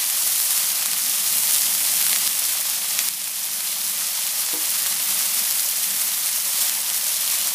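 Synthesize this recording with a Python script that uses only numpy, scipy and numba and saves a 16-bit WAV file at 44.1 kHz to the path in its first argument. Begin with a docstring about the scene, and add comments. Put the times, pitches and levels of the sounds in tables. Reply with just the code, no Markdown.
"""In a small kitchen, chicken strips sizzle on a hot ridged grill pan, close to a phone.
The sizzle is a shot-noise process: countless steam bubbles burst at random, in spurts, and each excites a damped
resonance. Now and then a drop spits: an impulse and its scatter ring with a pop, a crack and a snap.
Below lie the burner's rush, made of filtered noise, and one dull knock, a sum of decaying modes.
The loudest spits make the phone's gain control duck, and the level creeps back up."""
import sys
import numpy as np
from scipy import signal
from scipy.fft import rfft, irfft
from scipy.io import wavfile
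from numba import njit

SR = 44100
rng = np.random.default_rng(int(sys.argv[2]) if len(sys.argv) > 2 else 0)


def output_pcm(signal):
    """Save a mono or channel-first signal as 16-bit PCM at the path in sys.argv[1].

    Samples are clipped to [-1, 1] before scaling.
    """
    pcm = np.clip(np.atleast_2d(signal).T, -1, 1) * 32767
    wavfile.write(sys.argv[1], SR, np.round(pcm).astype(np.int16))


N = 332514
TIME = np.arange(N) / SR  # s
FREQS = np.fft.rfftfreq(N, 1 / SR) + 1e-3  # Hz, kept off zero for logarithms and ratios
TOP_HZ = 15350  # upper band limit


def undb(db):
    """Amplitude gain is ten to the power of decibels over twenty."""
    return 10 ** (np.asarray(db) / 20)


def level(x, db):
    """Scaling to a given rms level fixes the mean power."""
    return x * undb(db) / np.sqrt(np.mean(x ** 2))


def follow(points, s):
    """Linear interpolation of (time [s], level [dB]) points gives the level at times s."""
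    return np.interp(s, *np.transpose(points))


def colour(x, points):
    """Linear filtering: (frequency [Hz], gain [dB]) points, joined over log frequency, weight the spectrum."""
    hz, db = np.transpose(points)
    gain_db = np.interp(np.log(FREQS), np.log(hz), db)
    return irfft(rfft(x) * undb(gain_db), N)


def cut_top(x):
    """Band limitation: a steep elliptic low-pass, run both ways for zero phase."""
    low_pass = signal.ellip(10, .05, 60, TOP_HZ, fs=SR, output="sos")
    return signal.sosfiltfilt(low_pass, x)


def resonance(hz, q, freqs):
    """Damped resonance: the complex response of a single mode, with gain 1 at its centre."""
    return 1 / (1 + 1j * q * (freqs / hz - hz / freqs))


def walk(rate):
    """Slow random modulation: normal values, rate of them a second, joined by lines and scaled to rms 1."""
    knots = rng.standard_normal(4096)
    return level(np.interp(TIME * rate, np.arange(len(knots)), knots), 0)


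def bursts(per_s, spread_db):
    """Shot noise: clicks at random moments, most tiny and a few large, none beyond the largest bubble."""
    happens = rng.random(N) < per_s / SR
    size = np.minimum(rng.exponential(size=N), 6.5)
    sign = rng.choice([-1, 1], N)
    return level(happens * undb(spread_db * size) * sign, 0)


def burner(flutter_db=2.0):
    """Turbulent flow noise: the flame's low rush is shaped random noise with an unsteady level."""
    # colour of the rush: (frequency [Hz], relative density [dB per Hz])
    rush_colour = [(30, -52), (80, -26), (105, -23), (145, -1.5), (170, -3), (191, 5), (212, -2),
                   (238, 0.5), (280, -7.5), (335, -4), (380, -8.5), (430, -21), (700, -24)]
    # level before the flutter: (time [s], level [dB])
    rush_level = [(0, -53), (1.2, -50.5), (2.7, -50.5), (4.5, -50.5), (5.4, -49.5), (6.3, -52),
                  (7.54, -51.5)]
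    rush = level(colour(rng.standard_normal(N), rush_colour), 0)
    return rush * undb(follow(rush_level, TIME) + flutter_db * walk(rate=7))


def kitchen(x, t60_s=.3, tail_db=-8):
    """Reverberation: hard walls add a diffuse, exponentially decaying tail 6 ms behind the direct sound."""
    age = TIME[:SR // 2]
    tail = rng.standard_normal(len(age)) * undb(-60 * age / t60_s) * (age > .006)
    return x + undb(tail_db) * signal.fftconvolve(x, tail / np.linalg.norm(tail))[:N]


def knock(low_hz=190):
    """Modal impact: a bump near the stove; long, soft contact favours low modes, and deep bass does not radiate."""
    # a soft contact, then a hard one: (time [s], level [dB], contact time [s])
    contacts = [(4.533, -31, .002), (4.5392, -36, .0002)]
    # modes that ring: (frequency [Hz], relative level [dB], 60 dB decay time [s])
    modes = [(257, -4, .16), (307, -3.5, .25), (364, -1.5, .16), (490, -1, .14), (667, -1, .07),
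             (850, 5, .04), (950, 0, .07)]
    out = np.zeros(N)
    for s, db, contact_s in contacts:
        age = np.maximum(TIME - s, 0)
        for hz, mode_db, t60_s in modes:
            softening = 1 + (hz * contact_s) ** 2
            decay = undb(db + mode_db - 60 * age / t60_s)
            out += decay * np.sin(2 * np.pi * hz * age) / softening
    return signal.sosfilt(signal.butter(4, low_hz, "high", fs=SR, output="sos"), out)


def boil(s):
    """Source strength follows boiling: how hard the juices boil at times s, in dB."""
    # course of the boil: (time [s], strength [dB])
    boil_course = [(0.0, -0.3), (0.25, 0.7), (0.62, 0.8), (0.76, -0.5), (1.12, 0.3), (1.27, 1.3),
                   (1.45, 1.3), (1.54, 2.7), (1.74, 1.1), (2.1, 1.9), (2.45, 2.1), (2.83, -0.1),
                   (2.97, 0.9), (3.15, -0.3), (3.45, 0.2), (4.35, -0.3), (5.0, 0.1), (5.14, 1.3),
                   (5.3, 0.1), (5.5, 1.1), (6.45, -0.9), (6.63, 1.5), (6.8, 0.6), (7.54, 0.7)]
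    return follow(boil_course, s)


def pan(x):
    """Resonant emphasis: the pan lifts the sound around each of its resonances."""
    # resonances of the pan: (frequency [Hz], width [Hz], lift [dB])
    pan_rings = [(505, 22, 4), (583, 28, 4.5), (745, 22, 3.5), (830, 25, 2), (958, 28, 2.5), (1215, 35, 2),
                 (4120, 140, 1.6), (4730, 150, 1.5)]
    lift_db = sum(db * abs(resonance(hz, hz / width, FREQS)) ** 2 for hz, width, db in pan_rings)
    return irfft(rfft(x) * undb(lift_db), N)


def lesser_drops(scatter_db=-13, count=300, size=3):
    """Clustered point process: small groups of fine or coarse drops, likelier and louder in a hard boil."""
    drops_per_s, growth_per_db, cluster_s = 26, 0.25, .012  # rate at 0 dB boil, its growth, mean lag
    softest_db, loudest_db = -13, -5.5  # fine drops at 0 dB boil
    coarse_fall_db = 7  # a fully coarse drop peaks this much lower
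    # moment, luck and kind are shared within a cluster
    when, luck, kind = np.repeat(rng.random((count, 3)), size, axis=0).T
    lag, strength, own = rng.random((count * size, 3)).T
    s = when * TIME[-1] - cluster_s * np.log(lag)
    coarse = kind * np.sqrt(own)
    db = softest_db + strength * (loudest_db - softest_db) + boil(s) - coarse_fall_db * coarse
    # pop and crack against the snap, from a fine drop to a coarse one
    pop_db = np.interp(coarse, [0, 1], (-28, -8))
    crack_db = np.interp(coarse, [0, 1], (-15, 3))
    rows = np.column_stack([s, db, pop_db, crack_db, np.full(len(s), scatter_db)])
    per_s = drops_per_s * np.exp(growth_per_db * boil(s))
    return rows[luck < per_s * TIME[-1] / len(rows)]


def spits(drops, detune_octaves, scatter_s):
    """Impulse response: a drop's burst, scattered off meat and pan walls, rings as pop, crack and snap."""
    # pop, crack and snap of a bursting drop: (frequency [Hz], Q [1])
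    drop_rings = [(1200, .6), (4000, .9), (10200, 1.3)]
    size = 1024
    freqs, age = np.fft.rfftfreq(size, 1 / SR) + 1e-3, np.arange(size) / SR
    out = np.zeros(N + size)
    for s, db, pop_db, crack_db, scatter_db in drops:
        # a unit impulse, then its decaying scatter
        push = undb(scatter_db) * rng.standard_normal(size) * np.exp(-age / scatter_s)
        push[0] = 1
        push_spectrum = rfft(push) * (freqs < TOP_HZ)
        gains = (undb(pop_db), -undb(crack_db), 1)
        burst = 0
        for (hz, q), gain in zip(drop_rings, gains):
            detuned_hz = hz * 2 ** (detune_octaves * rng.uniform(-0.76, 1))
            ring = push_spectrum * resonance(detuned_hz, q, freqs) ** 2
            burst = burst + gain * ring / np.linalg.norm(ring)
        # the shift leaves room for the ripple that the sharp band limit puts before the burst
        drop = np.roll(irfft(burst), size // 64)
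        start = int(s * SR) % N
        out[start:start + size] += undb(db) * drop / abs(drop).max()
    return out[:N]


def sizzle(q=1.8, shared_db=0.53, patch_db=1.04, spurt_db=1.83, snap_db=-13, wash_db=0.0,
           bubbles_per_s=1100, spread_db=3.0):
    """Bubble resonance: bubbles of every size burst and ring for a cycle or two, each size in its own spurts."""
    # fine fizz against coarse crackle: (time [s], treble up and middle down [dB])
    fizz_balance = [(0, -0.5), (.35, 1.8), (.8, -0.5), (1.3, 0.8), (1.8, 0.5), (2.6, -0.3), (3.1, -1),
                    (3.33, 0.2), (3.6, -.5), (4.6, -0.4), (5.7, .5), (6.8, -0.2), (7.54, -0.5)]
    # colour of the sizzle ahead of the pan's lift: (frequency [Hz], relative density [dB per Hz])
    sizzle_colour = [(100, -58), (430, -33), (540, -16), (800, -12.7), (1200, -10.5), (1430, -11.8),
                     (1700, -10.2), (2000, -7.8), (2650, -7), (2900, -5.9), (3720, -4.9), (3930, -6.6),
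                     (4100, -4.5), (4560, -4.8), (5500, -2.3), (6700, -3.2), (8400, -2.1), (10100, .6),
                     (12000, -2), (13500, -1.7), (15300, -4.6)]
    heat_db, fizz_db = boil(TIME), follow(fizz_balance, TIME)
    sputter_db = shared_db * walk(rate=70)
    spectrum, power = 0, 0
    for hz in np.geomspace(700, 14000, 12):
        fineness = np.interp(hz, [5000, 9000], [-1, 1])
        boil_db = heat_db + fineness * fizz_db + patch_db * walk(rate=36) + sputter_db
        # large, low bubbles are rarer than small ones
        clicks = bursts(bubbles_per_s * (hz / 5000) ** .25, spread_db)
        direct = clicks * undb(spurt_db * walk(rate=260))
        # the kitchen walls blur bursts from all over the pan into a smooth wash
        wash = undb(wash_db) * rng.standard_normal(N)
        ring = resonance(hz, q, FREQS)
        spectrum = spectrum + ring * rfft((direct + wash) * undb(boil_db))
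        power = power + abs(ring) ** 2
    # even out the summed response of all sizes
    bubbles = irfft(spectrum / np.sqrt(power), N)
    # thin films of fat snap without ringing, across all pitches at once
    snaps = undb(snap_db) * bursts(per_s=1100, spread_db=3.8)
    frying = level(cut_top(bubbles + snaps * undb(heat_db)), 0)
    # soft limit: rounds off the very highest peaks of the sizzle
    frying = np.tanh(frying / 12)
    return level(cut_top(pan(colour(frying, sizzle_colour))), -21.1)


def scene():
    """Superposition: sizzle and burner add to the drops and the knock, which the kitchen reverberates."""
    # single spitting drops, loud and moderate; pop and crack against the high snap, scatter against the impulse:
    # (time [s], peak level [dB], hollow pop [dB], crack [dB], scatter [dB])
    single_drops = [(0.1, -3.2, -28, -11, -24), (0.275, -3.9, -24, -14, -12), (0.401, -3.6, -11, -2, -18),
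                    (0.507, -3.2, -17, -6, -15), (0.577, -6.5, -13, -3, -12), (0.859, 0.5, -15, -8, -15),
                    (0.915, -2, -22, -12, -18), (0.933, -1.2, -15, -5, -27), (1.276, -2.4, -18, -6, -27),
                    (1.326, -1.7, -27, -12, -18), (1.509, -3.2, -15, -3, -15), (1.544, -2.2, -20, -9, -13),
                    (1.548, 1.1, -31, -18, -18), (1.562, -3.4, -16, -5, -12), (1.75, -2.6, -15, -11, -22),
                    (1.851, -2.4, -25, -9, -18), (1.968, -0.8, -21, -12, -15), (2.012, -2.6, -12, -4, -18),
                    (2.026, -1.5, -15, -8, -27), (2.066, -2.4, -9, -4, -9), (2.095, -5.5, -13, -2, -11),
                    (2.13, 0.4, -2.5, 2.5, -9), (2.161, -0.6, -5, 0, -10), (2.276, 0.4, -27, -3, -16),
                    (2.331, -5, -18, -1, -11), (2.352, -5, -11, -10, -11), (2.393, 0, -28, -11, -27),
                    (2.42, -4.5, -7, -5, -10), (2.453, -1.2, -28, -12, -12), (2.552, -8, -3, -6, -12),
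                    (2.654, -7, -6, -3, -15), (2.699, -0.6, -24, -10, -15), (2.99, 0.5, -9, 1.5, -8.5),
                    (3.087, 6.4, -24, -7, -27), (3.275, -4.6, -13, -9, -18), (3.606, -5.8, -4, 8, -11),
                    (3.728, -4.8, -26, -5, -16), (4.267, -4.4, -16, -4, -18), (4.488, -5.2, -6, -4, -18),
                    (4.758, -4.2, -22, -7, -18), (4.862, -7.6, -6, -7, -11), (5.146, -5, -29, -12, -12),
                    (5.279, -4.6, -14, -5, -22), (5.51, 0.8, -22, -10, -22), (5.524, -3.2, -23, -20, -12),
                    (5.596, -3.6, -28, 0, -18), (6.017, -10, -4, -3, -11), (6.62, -2.2, -24, -8, -22),
                    (6.696, 2.3, -16, -1, -27), (6.752, -3.2, -14, -4, -22), (6.901, -6, -18, 2, -12),
                    (6.945, -7, -13, -1, -9), (7.277, -5, -19, -4, -8), (7.301, -2.2, -19, -8, -24),
                    (7.387, -4.2, -17, -3, -22)]
    single = spits(single_drops, detune_octaves=.1, scatter_s=.0008)
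    clustered = spits(lesser_drops(), detune_octaves=.25, scatter_s=.001)
    return (sizzle() + burner() + kitchen(single + clustered + knock()))[None]


@njit
def peak_hold(over_db, keep):
    """Peak detection: jump to each new peak, then sink by a fixed share a sample."""
    held, out = 0., np.empty(len(over_db))
    for i in range(len(over_db)):
        held = max(held * keep, over_db[i], 0.)
        out[i] = held
    return out


def record(dry):
    """Automatic gain control: peaks over a ceiling duck the level, which recovers slowly; clipping follows."""
    ceiling_db, recovery_s, clip_db = -.2, .85, -1.5
    x = dry[0]
    over_db = 20 * np.log10(abs(x) + 1e-9) - ceiling_db
    duck_db = peak_hold(over_db, np.exp(-1 / (recovery_s * SR)))
    # the control acts three samples late, so the onset of a peak runs into the clipping
    late_db = np.concatenate([np.zeros(3), duck_db[:-3]])
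    clipped = np.clip(x * undb(-late_db), -undb(clip_db), undb(clip_db))
    return cut_top(clipped)[None]


dry = scene()
out = record(dry)
output_pcm(out)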